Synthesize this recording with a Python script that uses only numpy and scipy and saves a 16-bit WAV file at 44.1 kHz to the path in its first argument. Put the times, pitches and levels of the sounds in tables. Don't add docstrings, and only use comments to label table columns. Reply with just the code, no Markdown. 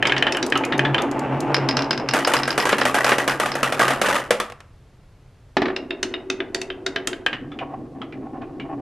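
import sys
import numpy as np
from scipy import signal
from scipy.fft import rfft, irfft, next_fast_len
from scipy.io import wavfile
from scipy.ndimage import uniform_filter1d

SR = 44100
rng = np.random.default_rng(int(sys.argv[2]) if len(sys.argv) > 2 else 0)


def dump(signal):
    limited = np.clip(np.atleast_2d(signal).T, -1, 1)
    pcm = np.round(limited * 32767).astype(np.int16)
    wavfile.write(sys.argv[1], SR, pcm)


N = 388521
TAPS = 16384

# start_s, level_db, hardness_hz, lower_pitch_hz, upper_pitch_hz
BAFFLE_HITS = [(0.0702, 15.4, 6870, 3570, 4600), (0.179, 12.5, 6000, 3050, 4550),
               (0.3219, 14.3, 7100, 2600, 4700), (0.4267, 16.3, 6300, 3980, 4700),
               (5.7622, 13.4, 5100, 2800, 4060), (5.9062, 13.7, 3870, 2720, 3660),
               (6.0285, 18.4, 6800, 2950, 4200), (6.139, 15, 3600, 2850, 3730),
               (6.3, 16.6, 6000, 2580, 3600), (6.4026, 16, 3280, 1520, 3470),
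               (6.5457, 16, 7100, 4530, 7200), (6.6145, 9.3, 7400, 2670, 4440),
               (6.701, 12.3, 3440, 3150, 3500), (6.8631, 15.8, 6260, 1490, 3800),
               (6.9602, 18.4, 4200, 1620, 3040), (7.072, 16.7, 8500, 1360, 3200),
               (7.1295, 9.7, 4350, 1650, 3070)]
# frequency_hz, width_hz, level_db (over the broad colour)
BAFFLE_MODES = [(265.5, 16, 6), (370, 14, 15.6), (669, 25, 10), (3700, 70, 4.3)]
# start_s, level_db
JAR_HITS = [(2.1363, 28.5), (2.1882, 20.5), (2.274, 28), (2.3366, 30), (2.4771, 23), (2.578, 28),
            (2.654, 25), (2.67, 20.5), (2.692, 26), (2.7831, 23), (2.853, 27.5), (2.944, 26.5), (2.951, 24),
            (3.0444, 26.5), (3.064, 21.5), (3.092, 27.5), (3.183, 26), (3.2775, 29), (3.3992, 26.5),
            (3.459, 21.5), (3.553, 20.5), (3.6304, 28), (3.723, 23), (3.794, 25.5), (3.88, 26),
            (3.905, 23.5), (4.0151, 29), (4.087, 24), (4.161, 22.5), (4.3069, 31.5), (4.4003, 25)]
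# frequency_hz, level_db
JAR = [(60, -27.5), (400, -5.5), (800, -1.5), (1800, -5.5), (3000, -9.5), (4500, -17), (11000, -22),
       (15000, -31)]
# frequency_hz, width_hz, level_db (over the broad colour)
JAR_MODES = [(212.4, 20, 11.3), (479, 25, 1.8), (590, 33, 1.8)]

WOOD_SCATTER_S, STEP_SCATTER_S, JAR_SCATTER_S = .0028, .0017, .005
STEP_BOUNCE_S = 0.022
REBOUND, SOFTENING = .72, 0.76
ON_BAFFLES_S, IN_GROOVE_S = 5.57, 7.28


def gain_of(db):
    return 10 ** (np.asarray(db) / 20)


def unit(x):
    return x / np.sqrt(np.sum(x ** 2, -1, keepdims=True) + 1e-20)


def read(points, hz):
    f, value = np.transpose(points)
    return np.interp(np.log(hz + 1), np.log(f), value)


def level(rows):
    rows = np.array(rows)
    db = np.interp(np.arange(N) / SR, rows[:, 0], rows[:, 1], -120, -120)
    return uniform_filter1d(gain_of(db), size=300)


def add(mix, s, sound):
    part = mix[:, max(round(s * SR), 0):][:, :sound.shape[1]]
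    part += sound[:, :part.shape[1]]


def wander(size):
    x = rng.standard_normal(N)
    x = uniform_filter1d(uniform_filter1d(x, size), size // 2)
    return x / np.std(x)


def body(colour, modes, size):
    hz = np.fft.rfftfreq(size, 1 / SR)
    peaks = 1 + sum(gain_of(db) ** 2 / (1 + (2 * (hz - f) / width) ** 2) for f, width, db in modes)
    magnitude = gain_of(read(colour, hz)) * np.sqrt(peaks)
    cepstrum = irfft(np.log(magnitude), size)
    cepstrum[1:size // 2] *= 2
    cepstrum[size // 2 + 1:] = 0
    return np.exp(rfft(cepstrum))


def through(x, colour, modes):
    impulse_response = irfft(body(colour, modes, TAPS))[None]
    return signal.oaconvolve(x, impulse_response, axes=1)[:, :N]


def grains(per_s, spread_db):
    size = gain_of(spread_db * np.minimum(rng.exponential(1, N), 2.5))
    sign = rng.choice([-1., 1.], (2, N))
    return sign * size * (rng.random(N) < per_s / SR)


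def vary(hits, lo_hz, hi_hz):
    return np.column_stack([hits, lo_hz * (hi_hz / lo_hz) ** rng.random(len(hits))])


def with_hardness(hits, hard_hz):
    return [(s, db, hard_hz, *pitches) for s, db, *pitches in hits]


def bouncing(hits, hard_hz, flight_s, loss_db, count):
    contacts = []
    for s, db in hits:
        for k in range(count):
            delay_s = flight_s * (1 - REBOUND ** k) / (1 - REBOUND)
            contacts.append((s + delay_s, db + k * loss_db, hard_hz * SOFTENING ** k))
    return contacts


def unrest(spells, fall_db_per_s):
    t, power = np.arange(TAPS) / SR, np.zeros((1, N))
    for s, db, hold_s in spells:
        decay_db = fall_db_per_s * np.maximum(t - hold_s, 0)
        add(power, s, gain_of(db - decay_db)[None] ** 2)
    return np.sqrt(power[0])


def blows(hits, colour, modes, db, spot_db, ring_s, ring_db, scatter_s=WOOD_SCATTER_S, ring_hz=5000,
          spot_width_hz=520, order=2, rise_s=1 / SR):
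    t, hz = np.arange(TAPS) / SR, np.fft.rfftfreq(TAPS, 1 / SR)
    out = np.zeros((2, N))
    response = body(colour, modes, TAPS)
    fade = np.minimum(1, 2 * (1 - t / t[-1])) ** 2
    common = rng.standard_normal((2, 2, TAPS))
    for s, hit_db, hard_hz, *pitches in hits:
        paths = common + rng.standard_normal((2, 2, TAPS))
        early, late = paths * np.minimum(t / rise_s, 1)
        scatter = rfft(early * np.exp(-t / scatter_s))
        scatter /= np.sqrt(uniform_filter1d(abs(scatter) ** 2, size=400))
        ring = gain_of(ring_db) * rfft(unit(late * np.exp(-t / ring_s)))
        ring = ring / (1 + 1j * hz / ring_hz)
        contact = signal.freqs(*signal.butter(order, 1, analog=True), hz / hard_hz)[1]
        spot = 1 + sum(gain_of(spot_db) / (1 + 2j * (hz - f) / spot_width_hz) for f in pitches)
        sound = irfft((scatter + ring) * contact * spot * response)
        add(out, s, gain_of(db + hit_db) * fade * sound)
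    return out


def rolling(strength, glide, modes, rumble_db, grit_db, bumps_per_s, dull_hz, lumps_db=2):
    # frequency_hz, level_db
    roll_colour = [(30, -27), (180, -12.5), (280, 0.5), (550, -0.5), (850, -4), (1900, -17.5),
                   (2700, -19.5), (4000, -38.5), (16000, -60)]
    x = through(grains(bumps_per_s, spread_db=1.5), roll_colour, modes)
    low = signal.sosfiltfilt(signal.butter(3, 480, fs=SR, output="sos"), x)
    grit = signal.sosfilt(signal.butter(1, dull_hz, fs=SR, output="sos"), x - low)
    grit *= gain_of(lumps_db * wander(size=1200))
    position = np.cumsum(1 + glide) % N
    low = np.array([np.interp(position, np.arange(N), channel) for channel in low])
    rumble = gain_of(rumble_db) * low / np.std(low)
    return strength * (rumble + gain_of(grit_db) * grit / np.std(grit))


def hush():
    # frequency_hz, level_db (per Hz)
    hush_colour = [(12, -42), (20, -6.5), (60, -12), (125, -8.5), (214, -24.5), (357, -25.5), (4490, -45.5),
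                   (12500, -57), (16200, -83), (22000, -120)]
    x = through(rng.standard_normal((2, N)), hush_colour, [])
    return gain_of(-48) * x / np.std(x[0])


def room(x, db):
    # frequency_hz, t60_s
    decay = [(200, 0.44), (1400, 0.47), (4000, 0.26), (10000, 0.25)]
    noise = rng.standard_normal((2, TAPS)) * (np.arange(TAPS) / SR > .008)
    hz, t, z = signal.stft(noise, SR, nperseg=256)
    fall = gain_of(-60 * t / read(decay, hz)[:, None])
    tail = signal.istft(z * fall, SR, nperseg=256)[1]
    return x + gain_of(db) * signal.oaconvolve(x[:1], unit(tail), axes=1)[:, :N]


def boom(db):
    # start_s, level_db
    boom_level = [(0.0, -27), (0.4, -40.5), (0.7, -33.5), (0.8, -23.5), (0.93, -22), (1.03, -38.5),
                  (1.38, -21.5), (1.6, -25), (1.85, -33.5), (2.8, -38.5), (3.9, -33.5), (4.5, -51.5)]
    resonance_hz, width_hz = 135, 8
    evenness = 0.35
    hz = np.fft.rfftfreq(N, 1 / SR)
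    resonance = 1 / (1 + (2 * (hz - resonance_hz) / width_hz) ** 2)
    x = irfft(rfft(rng.standard_normal((2, N))) * resonance, N)
    x /= abs(signal.hilbert(x, next_fast_len(N))[:, :N]) ** evenness
    return gain_of(db) * level(boom_level) * x / np.std(x[0])


def heap_shift():
    # start_s, level_db, length_s
    slides = [(2.58, 12, 0.014), (2.983, 24, 0.037), (3.041, 24.5, .07), (3.19, 7.5, 0.025),
              (3.799, 32, 0.034), (4.059, 29.5, 0.099)]
    last_marble_s = 4.27
    stirs = [(s, db, 0.035) for s, db in JAR_HITS if s < last_marble_s]
    return unrest(stirs + slides, fall_db_per_s=250)


def heap_rattle(db, clicks_per_s, spread_db, ring_db, ring_width_hz, count):
    t, x = np.arange(1024) / SR, np.zeros((2, N))
    for hz in np.geomspace(560, 3000, count):
        scatter = rng.standard_normal((2, len(t))) * np.exp(-t / WOOD_SCATTER_S * 2)
        clicks = grains(clicks_per_s / count, spread_db)
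        clacks = signal.oaconvolve(clicks, unit(scatter), axes=1)[:, :N]
        x += through(clacks, JAR, JAR_MODES + [(hz, ring_width_hz, ring_db)])
    return gain_of(db) * heap_shift() * x / np.std(x[0])


def jar_knocks():
    # start_s, level_db
    knocks = [(2.362, 12), (2.728, 28.5), (2.815, 25.5), (3.1185, 28.5), (3.853, 17), (4.064, 19)]
    return blows(with_hardness(knocks, hard_hz=4500), JAR, JAR_MODES, db=-6, spot_db=0,
                 ring_s=0.013, ring_db=6.5)


def coming_to_rest():
    # start_s, level_db
    ticks = [(4.4997, 5), (4.5217, 4.5), (4.6043, 1)]
    return blows(with_hardness(ticks, hard_hz=8900), JAR, JAR_MODES, db=-2.5, spot_db=0,
                 ring_s=0.0089, ring_db=-4)


def jar_landings():
    hits = vary(JAR_HITS, 16000, 28000)
    hits = vary(vary(hits, 540, 1900), 2600, 10000)
    return blows(hits, JAR, JAR_MODES, db=-5.0, spot_db=0, ring_s=.028, ring_db=-1.0,
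                 scatter_s=JAR_SCATTER_S, ring_hz=9000, spot_width_hz=130)


def glass_clicks():
    # start_s, level_db
    clicks = [(0.3695, -8.5), (0.4645, -6.5), (0.5003, -14), (0.5756, -6), (0.6508, -8), (0.7795, -11.5),
              (1.02, -9.5), (1.1136, -13.5), (1.1932, -13.5), (1.4049, -8.5)]
    # frequency_hz, level_db
    glass_colour = [(1000, -22), (4500, 4), (10000, -1.5), (15000, -6.5)]
    hits = vary(vary(clicks, 11000, 13000), 6300, 8600)
    return blows(hits, glass_colour, [], db=3.5, spot_db=1.5, ring_s=0.012, ring_db=-7)


def entry_drops():
    # start_s, level_db
    drops = [(0.0261, 24), (0.1215, 25), (0.2249, 26), (0.348, 16.5), (0.5228, 24), (0.7934, 24.5),
             (0.945, 24), (7.2632, 26)]
    # frequency_hz, level_db
    entry_colour = [(60, -52), (400, -8.5), (1100, -15), (1700, -7), (2600, -6.5), (4500, -17.5),
                    (15000, -16)]
    # frequency_hz, width_hz, level_db (over the broad colour)
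    entry_modes = [(1660, 130, 8.5), (2520, 170, 2.5), (3060, 50, 11)]
    hits = bouncing(drops, hard_hz=3560, flight_s=STEP_BOUNCE_S, loss_db=-21, count=2)
    return blows(hits, entry_colour, entry_modes, db=1.5, spot_db=0, ring_s=0.011, ring_db=-1.5,
                 scatter_s=STEP_SCATTER_S, order=3)


def step_drops():
    # start_s, level_db
    drops = [(1.5441, 29.5), (1.6882, 27), (1.7691, 28.5), (1.8217, 19), (1.9083, 27.5), (1.9766, 17),
             (2.0883, 25.5), (2.2486, 24.5), (2.3667, 23), (2.4331, 22.5), (2.505, 23.5), (2.6002, 22.5),
             (2.8117, 18), (3.0442, 22), (3.2956, 16), (3.5181, 19.5)]
    # frequency_hz, level_db
    step_colour = [(50, -50), (160, -29), (1500, -8), (4200, -16.5), (6000, -23), (8000, -28.5),
                   (15000, -29.5)]
    # frequency_hz, width_hz, level_db (over the broad colour)
    step_modes = [(130, 18, 27), (1596, 16, 7.5), (5070, 290, 12)]
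    hits = bouncing(drops, hard_hz=5900, flight_s=STEP_BOUNCE_S, loss_db=-7.5, count=3)
    return blows(vary(hits, 5000, 5770), step_colour, step_modes, db=-1.5, spot_db=4.5,
                 ring_s=0.0082, ring_db=0.5, scatter_s=STEP_SCATTER_S)


def wall_bumps():
    # start_s, level_db, pitch_hz (of the struck spot)
    bumps = [(0.0534, 21, 3080), (0.0951, 17, 3120), (0.165, 18.5, 2940), (0.2678, 20.5, 3020),
             (0.3695, 14, 2930), (0.5549, 19.5, 2970), (0.723, 18.5, 3660), (0.8498, 17.5, 3450),
             (0.9808, 19.5, 3520), (0.637, 12.5, 2430), (7.3294, 14, 2940), (7.518, -2, 3480),
             (7.589, 6, 2960), (8.017, 3.5, 3200), (8.124, -2.5, 2360), (8.4182, -6, 2460),
             (8.5988, 2.5, 2930)]
    # frequency_hz, level_db
    wall_colour = [(60, -27), (200, -10), (800, -11), (1600, -11.5), (3000, -8), (5000, -16.5),
                   (15000, -18.5)]
    # frequency_hz, width_hz, level_db (over the broad colour)
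    wall_modes = [(1660, 110, 5)]
    hits = vary(with_hardness(bumps, hard_hz=3240), 1100, 2400)
    return blows(hits, wall_colour, wall_modes, db=0.5, spot_db=9.5, ring_s=0.018, ring_db=6.0,
                 spot_width_hz=120, order=3)


def baffle_knocks():
    # frequency_hz, level_db
    baffle_colour = [(60, -30.5), (370, -17.5), (1000, -18), (1600, -9), (4000, -15), (7000, -15.5),
                     (15000, -6)]
    hits = vary(BAFFLE_HITS, 4400, 6800)
    return blows(hits, baffle_colour, BAFFLE_MODES, db=5.5, spot_db=9.0, ring_s=0.014, ring_db=-3.5,
                 scatter_s=STEP_SCATTER_S, spot_width_hz=84, order=6, rise_s=0.003)


def drop_contacts():
    # start_s, level_db
    lone_drop = [(5.5681, 25.5)]
    return bouncing(lone_drop, hard_hz=6700, flight_s=0.051, loss_db=-3, count=5)


def board_drop(contacts):
    # frequency_hz, level_db
    board_colour = [(60, -21), (180, -8), (800, -5), (3000, -15), (5000, -22.5), (15000, -57)]
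    # frequency_hz, width_hz, level_db (over the broad colour)
    board_modes = [(336, 27, 2.7), (1760, 110, 3.3)]
    return blows(vary(contacts, 3700, 4100), board_colour, board_modes, db=-2.0, spot_db=-0.5,
                 ring_s=0.011, ring_db=5.5)


def baffle_rolling(contacts):
    roll_db, chatter_db = -37.5, -45.5
    even = level([(ON_BAFFLES_S, roll_db), (IN_GROOVE_S, roll_db)])
    spells = [(s, db, 0.018) for s, db, *_ in contacts + BAFFLE_HITS]
    chatter = gain_of(chatter_db) * unrest(spells, fall_db_per_s=153)
    pitch_waver = .025 * wander(size=3000)
    return rolling(np.hypot(even, chatter), pitch_waver, BAFFLE_MODES, rumble_db=-0.5, grit_db=-11,
                   bumps_per_s=870, dull_hz=3000)


def bends():
    a_bend_s, bend_every_s = 8.4, 0.198
    return np.cos(2 * np.pi * (np.arange(N) / SR - a_bend_s) / bend_every_s)


def lone_groove_rolling():
    # frequency_hz, width_hz, level_db
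    lone_modes = [(138.4, 8, 21.5), (272, 30, 11.5), (676, 28, 11), (774, 31, 14), (1090, 40, 11.5),
                  (1780, 30, 10)]
    start_db, speedup_db_per_s, bend_db, bend_sag = -34, 2, 2.5, .07
    t, bend = np.arange(N) / SR, bends()
    rise_db = speedup_db_per_s * (t - IN_GROOVE_S)
    strength = (t > IN_GROOVE_S) * gain_of(start_db + rise_db + bend_db * bend)
    return rolling(strength, -bend_sag * bend, lone_modes, rumble_db=-2, grit_db=-7.5,
                   bumps_per_s=1000, dull_hz=1800, lumps_db=6.0)


def crowd_rolling():
    # start_s, level_db
    crowd_level = [(0.0, -28), (0.62, -26.5), (0.85, -23.5), (1.08, -26), (1.4, -25), (1.7, -23.5),
                   (1.88, -28), (3.55, -33.5), (4.07, -32.5), (4.43, -43.5), (4.55, -79.5)]
    # frequency_hz, width_hz, level_db
    groove_modes = [(273, 10, 8), (339.3, 25, 0.5), (406, 18, 0), (878, 12, 9.5)]
    pitch_waver = .05 * wander(size=3000)
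    return rolling(level(crowd_level), pitch_waver, groove_modes, rumble_db=-1.0, grit_db=-2.0,
                   bumps_per_s=2000, dull_hz=8620)


def scene():
    # frequency_hz, level_db (side against mid)
    side_colour = [(100, -27), (350, -17.5), (2800, -15), (9000, -3.5)]
    contacts = drop_contacts()
    x = boom(db=-2.0)
    x += heap_rattle(db=-49, clicks_per_s=420, spread_db=-0.5, ring_db=17, ring_width_hz=73, count=20)
    x += jar_knocks() + coming_to_rest() + jar_landings()
    x += glass_clicks() + entry_drops() + step_drops() + wall_bumps()
    x += baffle_knocks() + board_drop(contacts)
    x += baffle_rolling(contacts) + lone_groove_rolling()
    x += crowd_rolling()
    mid, side = room(x, db=-13.5) + hush()
    side = through(side[None], side_colour, [])[0]
    return np.array([mid + side, mid - side])


def record(dry):
    soft = through(dry, [(12200, -1.0), (13200, -8.5), (16000, -23)], [])
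    rounded = soft / (1 + (soft / .85) ** 4) ** .25
    rounded *= np.minimum(1, np.arange(N)[::-1] / 300)
    low_pass = signal.firwin(511, 16000, window=("kaiser", 9), fs=SR)
    return signal.oaconvolve(rounded, low_pass[None], "same")


dry = scene()
out = record(dry)
dump(out)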